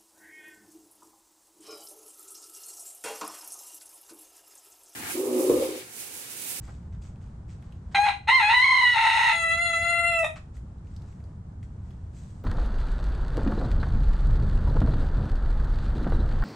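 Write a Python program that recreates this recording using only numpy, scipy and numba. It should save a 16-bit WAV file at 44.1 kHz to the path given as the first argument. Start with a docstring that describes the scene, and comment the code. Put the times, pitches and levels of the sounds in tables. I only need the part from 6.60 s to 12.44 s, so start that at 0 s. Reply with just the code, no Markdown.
"""Rooster crowing in a backyard

A rooster crows by blowing air past thin membranes in its voice box: a short note, a long rasping
and fluttering one, then a clean held note that ends in a croak. The fence and sheds add a short
ring. Close by, hens peck at grain and rustle over a low outdoor rumble."""
import sys
import numpy as np
from scipy import signal
from scipy.fft import rfft, irfft, next_fast_len
from scipy.io import wavfile
from scipy.ndimage import uniform_filter1d
from numba import njit

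SR = 44100
rng = np.random.default_rng(int(sys.argv[2]) if len(sys.argv) > 2 else 0)


def waveform_to_disk(signal):
    """Save audio, clipped to [-1, 1], as 16-bit WAV at the path in sys.argv[1]."""
    frames = np.transpose(np.atleast_2d(signal))
    scaled = np.clip(frames, -1, 1) * 32767
    samples = np.round(scaled).astype(np.int16)
    wavfile.write(sys.argv[1], SR, samples)


N = 257544
T = np.arange(N) / SR
LEFT_RIGHT = np.array([[1], [-1]])

# the high ringing of the windpipe: frequency_hz, gain_db
WINDPIPE = [(4700, -8), (5300, 6), (5750, -8.5), (6400, 8), (6950, -2.5), (7450, -9.5), (8600, 2),
            (9300, -11), (10000, -2.5), (10700, -14), (12200, -28), (14000, -16.5), (15000, -38)]
# the tone colour of the croak and of the breath in the held note: frequency_hz, gain_db
CROAK_COLOUR = [(240, -79.5), (400, -48.5), (644, -1), (962, -10), (1180, -13.5), (1600, -21.5),
                (1940, -11.5), (2210, -18), (2650, -11), (2850, -37.5), (3670, -19.5), (4390, -61.5),
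                (5090, -44), (9940, -43.5), (14000, -65.5)]


def undb(db):
    """Turn decibels into a gain."""
    return 10 ** (np.asarray(db) / 20)


def unit(x):
    """Scale to an average (rms) level of 1."""
    return x / np.sqrt(np.mean(x ** 2))


def steady(x):
    """Even out slow level changes, keeping the fast grain."""
    return x / np.sqrt(uniform_filter1d(x ** 2, size=1300) + 1e-12)


def colour(x, points, tilt_db=0):
    """Filter by (frequency_hz, gain_db) points, tilted by tilt_db per octave above 1 kHz."""
    hz, db = np.transpose(points)
    size = next_fast_len(len(x), True)
    octave = np.log2(np.maximum(np.fft.rfftfreq(size, 1 / SR), 1))
    gain_db = np.interp(octave, np.log2(hz), db) + tilt_db * np.maximum(octave - np.log2(4000), -2)
    return irfft(rfft(x, size) * undb(gain_db), size)[:len(x)]


def band(x, low_hz, high_hz):
    """Keep the sound between two frequencies."""
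    return signal.sosfilt(signal.butter(5, [low_hz, high_hz], "band", fs=SR, output="sos"), x)


def noise():
    """White noise."""
    return rng.standard_normal(N)


def wander(hz):
    """A random wobble of size about 1, up to a given speed."""
    return unit(signal.sosfilt(signal.butter(2, hz, fs=SR, output="sos"), noise()))


def gate(start, end, attack_s, release_s):
    """Fade in at the start and die away after the end."""
    return np.clip((T - start) / attack_s, 0, 1) * np.exp(-np.maximum(T - end, 0) / release_s)


def during(start, end, slide_s=.022):
    """1 between two times and 0 outside, sliding in and out."""
    return np.clip(np.minimum(T - start, end - T) / slide_s + .5, 0, 1)


def curves(table):
    """Join (time_s, values...) rows into one curve per value."""
    times, *columns = np.transpose(table)
    return [np.interp(T, times, column) for column in columns]


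def spells(table):
    """Turn (start_s, end_s, values...) rows into curves that are 0 between rows."""
    return sum(np.outer(values, during(start, end)) for start, end, *values in table)


def yard(x, mid_db, side_db, ring_s=0.25):
    """Add dense echoes from fence, sheds and ground, different at the two ears."""
    # treble is beamed away from the listener and arrives mostly as echoes: frequency_hz, gain_db
    scatter = [(1000, 0), (2000, 1), (4000, 4), (8000, 6)]
    t = T[:SR // 2]
    decay = undb(-60 * t / ring_s) * np.clip(t / .004, 0, 1)
    echoes = [unit(rng.standard_normal(len(t)) * decay) / np.sqrt(len(t)) for _ in range(2)]
    mid, side = (signal.fftconvolve(x, echo)[:N] for echo in echoes)
    return x + undb(mid_db) * colour(mid, scatter) + undb(side_db) * side * LEFT_RIGHT


def outdoors():
    """A swaying low rumble, alike in both ears, under a faint wide hiss of air."""
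    # tone colours of the rumble and the air: frequency_hz, gain_db
    rumble = [(20, -12), (32, -13), (55, -0.5), (90, 0.5), (130, -8), (176, -9.5), (245, -20), (330, -26),
              (450, -35), (600, -49), (900, -72), (4000, -130)]
    air = [(250, -2), (450, 3.5), (850, 1.5), (1500, -6), (2500, -19), (5000, -22.5), (7800, -22),
           (10000, -29.5), (12000, -50), (15000, -65)]
    # how much the two ears differ: frequency_hz, gain_db
    spread = [(30, -28), (80, -32.5), (160, -23), (350, -10), (700, -1), (10000, -1)]
    mid, side = (undb(-39.5 + .5 * wander(4)) * unit(colour(noise(), rumble))
                 + undb(-62.5 + 0.94 * wander(5.4)) * unit(colour(noise(), air)) for _ in range(2))
    return mid + colour(side, spread) * LEFT_RIGHT


def rustling():
    """Hens' feet and feathers brush in dense little grains, with one soft cluck just after the crow."""
    # the brushes and, at 3.755 s, the cluck: start_s, length_s, level_db, tilt_db_per_octave
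    rustles = [(0, 0.16, -60.5, 4.5), (0.073, 0.029, -50.5, -17), (0.317, 0.038, -63, 1),
               (0.407, 0.083, -61.5, 5.5), (0.596, 0.089, -68, 4.5), (0.876, 0.077, -62, 4),
               (0.98, 0.25, -69, 1.5), (1.309, 0.048, -59.5, 2.5), (3.755, 0.027, -43.5, -0.5),
               (3.93, 0.058, -65.5, 5.5), (4.23, 0.22, -71.5, 5), (4.45, 0.11, -70, 5),
               (5.026, 0.021, -64.5, 4), (5.165, 0.34, -72.5, 3), (5.511, 0.25, -64.5, 7.5)]
    # their tone colour: frequency_hz, gain_db
    rustle_colour = [(500, 10.5), (1500, 15), (3000, 4.5), (5500, -2), (8200, -2), (9500, -22),
                     (12000, -27), (15000, -36)]
    t = T[:SR // 2]
    sound = np.zeros(N + len(t))
    grains = noise() * undb(3.1 * wander(250))
    for start_s, length_s, db, tilt_db in rustles:
        first, age = int(start_s * SR), t / length_s
        burst = unit(colour(np.roll(grains, -first)[:len(t)], rustle_colour, tilt_db))
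        swell = np.minimum(age / 0.25, 1) * np.exp(-age ** 2)
        sound[first:][:len(t)] += undb(db) * burst * swell
    return sound[:N]


def pecking(faint_per_s=4):
    """Beaks hit grain and ground: a tiny crack of contact, then a brief ring."""
    # the clearest taps: start_s, level_db, pitch_hz
    pecks = [(0.0528, -52, 7500), (0.0775, -48, 1980), (0.4215, -53, 3340), (0.558, -57, 2550),
             (0.6629, -60, 2260), (1.024, -53, 2190), (1.123, -50.5, 2970), (3.9679, -49, 2000),
             (4.2706, -57.5, 2835), (4.364, -44, 4320), (4.42, -53.5, 4120), (4.5256, -59.5, 2300),
             (4.6032, -55, 2120), (4.64, -56, 4600), (5.029, -47, 2070), (5.3065, -54, 3000)]
    chances = rng.uniform(-1, 1, (int(faint_per_s * T[-1]), 3))
    faint = [((when + 1) / 2 * T[-1], -63 + 2.5 * force, 2900 * 2 ** (.5 * pitch))
             for when, force, pitch in chances]
    t = T[:SR // 2]
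    taps = np.zeros(N + len(t))
    for start_s, db, hz in pecks + faint:
        click = rng.standard_normal(len(t)) * np.exp(-t / 0.0024)
        ring = signal.lfilter(*signal.iirpeak(hz, 5, fs=SR), click) + 0.057 * click
        crack = rng.standard_normal(len(t)) * np.exp(-t / .0005)
        tap = ring / np.abs(ring).max() + undb(-11.5) * crack / np.abs(crack).max()
        taps[int(start_s * SR):][:len(t)] += undb(db) * tap
    return band(taps, 410, 12000)[:N]


def voice_box(hz, rough, alternate):
    """Membranes make uneven pulses, every other one weaker, with a puff of air each cycle."""
    waver = .006 * wander(70) + .007 * wander(500)  # blurs the high overtones
    jitter = .042 * rough * wander(330)
    phase = 2 * np.pi * np.cumsum(hz * (1 + waver + jitter)) / SR
    # the windpipe delays each overtone differently, so a pulse spreads over its cycle
    pulses = unit(sum(np.cos(k * phase + k * k * np.pi / 5) for k in np.arange(1, 19)))
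    strength = (1 + alternate * np.cos(phase / 2)) * np.exp(0.5 * rough * wander(480))
    puffs = rough * noise() * (1 + np.cos(phase)) / 2
    return pulses * strength + puffs


def croak():
    """Air pressure falls; the pitch sags and beats against the held note's lingering echo."""
    hz, = curves([(3.625, 666.5), (3.643, 615), (3.665, 643.5), (3.69, 596)])
    beating = 1 + 1.1 * np.sin(2 * np.pi * 56 * T)
    source = voice_box(hz, rough=.55, alternate=0.15) * beating
    body = undb(-20) * unit(colour(source, CROAK_COLOUR, tilt_db=1.5))
    edge = undb(-40.5) * unit(band(colour(source, WINDPIPE, tilt_db=11.5), 5200, 15000))
    return body * gate(3.626, 3.655, 0.015, 0.0075) + edge * gate(3.57, 3.603, 0.044, 0.0082)


def held_note(start_s=2.715, end_s=3.632):
    """A clean vibration whose overtones swell, fade and briefly dip as it mixes with the yard's echoes."""
    # the course of the note: time_s, pitch_hz, overtone_level_db
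    melody = [(2.76, 678.2, -25.5), (2.87, 661.4, -25), (2.94, 669.4, -24), (2.985, 676.3, -28.5),
              (3.035, 689, -27.5), (3.14, 668.5, -25), (3.22, 678.8, -30), (3.36, 682.8, -25.5),
              (3.43, 682.3, -26), (3.48, 683, -24), (3.55, 671.2, -27), (3.62, 657.2, -33.5)]
    # brief dips in the overtones: time_s, width_s, gain_db
    dips = [(2.967, 0.0067, -7.5), (3.125, 0.0064, -10), (3.42, 0.0099, -3.5), (3.508, 0.0074, -5)]
    # the lowest tone swells: start_db, middle_db, end_db
    lowest_db = (-34.5, -32, -24)
    # level shifts of tones at 2, 3, 4, 5-6 and 7-22 times the pitch: start_db, middle_db, end_db
    shifts = [(-4, -4, 0), (4, 4, 2), (-7, -7, 5.5), (-9, -11.5, -19), (-13.5, -15, -15)]
    # the windpipe's high ringing, sharper in this clean voice: frequency_hz, gain_db
    sharp_windpipe = [(4100, -29.5), (4600, -7.5), (5300, -17), (5900, -17), (6550, 5.5), (7200, -6.5),
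                      (7850, -15), (8550, 4.5), (9200, -9), (9900, -9), (10700, -27), (11200, -18),
                      (12000, -28.5), (14800, -29.5)]
    # the lower part of that ringing rises during the note: time_s, frequency_ratio
    ring_rise = [(3.3, 1.036), (3.42, 1.12)]
    hz, overtone_db = curves(melody)
    rise, = curves(ring_rise)
    dip_db = sum(db * np.exp(-((T - time) / width) ** 2) for time, width, db in dips)
    stages = np.linspace(start_s, end_s, 3)
    levels_db = [np.interp(T, stages, lowest_db)]
    levels_db += [overtone_db + dip_db + np.interp(T, stages, db) for db in shifts]
    tremor = .0026 * wander(40) + .0011 * wander(400)
    phase = 2 * np.pi * np.cumsum(hz * (1 + tremor)) / SR
    tones = {k: np.sin(k * phase + rng.uniform(0, 2 * np.pi)) for k in range(1, 23)}
    edge = np.zeros(N)
    for k in range(7, 23):
        ratio = rise if k < 12 else rise[0]
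        edge += undb(np.interp(k * hz / ratio, *np.transpose(sharp_windpipe))) * tones[k]
    groups = [tones[1], tones[2], tones[3], tones[4], tones[5] + tones[6], edge]
    flicker_db = [.3, 2.2, 2, 2.2, 2.2, 1.5]
    voice = sum(undb(db + depth * wander(23.6)) * unit(group)
                for db, depth, group in zip(levels_db, flicker_db, groups))
    breath = unit(colour(noise() * (1 + np.cos(phase)), CROAK_COLOUR, tilt_db=8))
    return (voice + undb(-56) * breath) * gate(start_s, end_s, 0.017, 0.022)


def rasp(easy_pitch_hz=901):
    """Two loud notes: rough, fluttering pulses ring the throat, brighter as the pitch rises."""
    # the two notes: start_s, end_s, attack_s, level_db, windpipe_gain_db
    notes = [(1.345, 1.487, 0.0058, -15, -31.5), (1.672, 2.713, 0.018, -14.5, -29)]
    # their course: time_s, pitch_hz, brightness_db
    melody = [(1.36, 785.4, -0.5), (1.385, 807.8, -5.5), (1.45, 839.7, -3.5), (1.49, 800.4, 0),
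              (1.675, 849.8, 0), (1.72, 1034, 1), (1.77, 1052, 0), (1.83, 824.4, 3.5), (1.875, 839, 2),
              (1.96, 1000, 2.5), (2.005, 1001, 4.5), (2.04, 1062, 0.5), (2.20, 1018, 0), (2.26, 969.4, 0.5),
              (2.335, 968.2, -2.5), (2.36, 903.8, -1.5), (2.68, 916, -0.5), (2.74, 851, 0.5)]
    # the membranes vibrate unevenly: start_s, end_s, roughness, alternation, low_band_gain_db
    breaks = [(1.33, 1.372, 0.74, 0, -6.5), (1.455, 1.53, 0.73, 0.27, 1.5), (1.66, 1.708, 0.92, 0.75, 0.5),
              (1.792, 1.82, 1.1, 0.57, 0), (1.89, 1.947, 0.64, 0.43, 3), (1.985, 2.025, 0, 0.4, -5),
              (2.12, 2.245, 0, 0.15, 1.5), (2.265, 2.345, 0.18, .9, -13.5), (2.345, 2.80, 0.72, 0.49, -0.5)]
    # the pitch flutters: start_s, end_s, share_of_pitch
    flutters = [(2.025, 2.235, 0.04), (2.35, 2.78, .036)]
    # the throat's tone colour: frequency_hz, gain_db
    throat_colour = [(330, -33.5), (560, -29), (720, -8.5), (880, 1.5), (1150, -7), (1450, -5),
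                     (1740, -16.5), (2010, 5), (2280, -8), (2560, -4), (2790, 0), (3050, -10), (3500, -11),
                     (4120, -2.5), (4480, -22), (4750, -37)]
    # its low, middle and upper bands: low_hz, high_hz, gain_at_easy_pitch_db, db_per_octave_of_pitch
    bands = [(297.4, 1110, -3, -8), (1230, 2374, -5, 21), (2000, 5000, -9.5, 18)]
    hz, bright_db = curves(melody)
    rough, alternate, low_db = spells(breaks)
    flutter_depth, = spells(flutters)
    flutter_hz = 31.5 * (1 + .15 * wander(20))
    swing = flutter_depth * np.sin(2 * np.pi * np.cumsum(flutter_hz) / SR)
    swing_db = 33.5 * swing  # the level flutters with the pitch
    source = voice_box(hz * (1 + swing), 0.09 + rough, 0.062 + alternate)
    throat = colour(source + 0.1 * noise(), throat_colour)  # the noise is rushing air
    octaves_up = np.log2(hz / easy_pitch_hz)
    low, middle, upper = (undb(db + slope * octaves_up + 2 * wander(38)) * steady(band(throat, *span))
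                          for *span, db, slope in bands)
    voice = undb(low_db) * low + undb(bright_db) * (middle + upper)
    windpipe = colour(source + .18 * noise(), WINDPIPE)
    roar_db = 3.5 * during(2.41, 2.72)  # the long note closes with a harsher roar
    edge = undb(roar_db) * steady(band(windpipe, 4600, 15000))
    return sum(undb(db + swing_db) * (voice + undb(edge_db) * edge) * gate(start, end, attack, 0.018)
               for start, end, attack, db, edge_db in notes)


def scene():
    """The rumble, the hens and the crow together in the yard."""
    background = outdoors()
    hens = yard(rustling() + pecking(), mid_db=-9, side_db=-4.5)
    held = yard(held_note(), mid_db=-9, side_db=-6)
    loud = yard(rasp() + croak(), mid_db=-4.5, side_db=-4.5)
    return background + hens + held + loud


@njit
def gain_control(power_in, threshold, slope, attack_s, release_s):
    """A volume control that turns down when its own output passes a threshold."""
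    gain, power = np.empty(len(power_in)), 0.
    for i in range(len(gain)):
        gain[i] = max(power / threshold ** 2, 1.) ** -slope
        now = power_in[i] * gain[i] ** 2
        power += (now - power) / (SR * (attack_s if now > power else release_s))
    return gain


def record(dry):
    """Turn everything down during the crow, round the highest peaks and cut the top treble."""
    power = np.mean(dry ** 2, axis=0)
    even = dry * gain_control(power, threshold=undb(-25), slope=.42, attack_s=.03, release_s=.2)
    rounded = even / (1 + (even / .55) ** 6) ** (1 / 6)
    return signal.sosfilt(signal.ellip(8, .2, 80, 15400, fs=SR, output="sos"), rounded)


dry = scene()
out = record(dry)
waveform_to_disk(out)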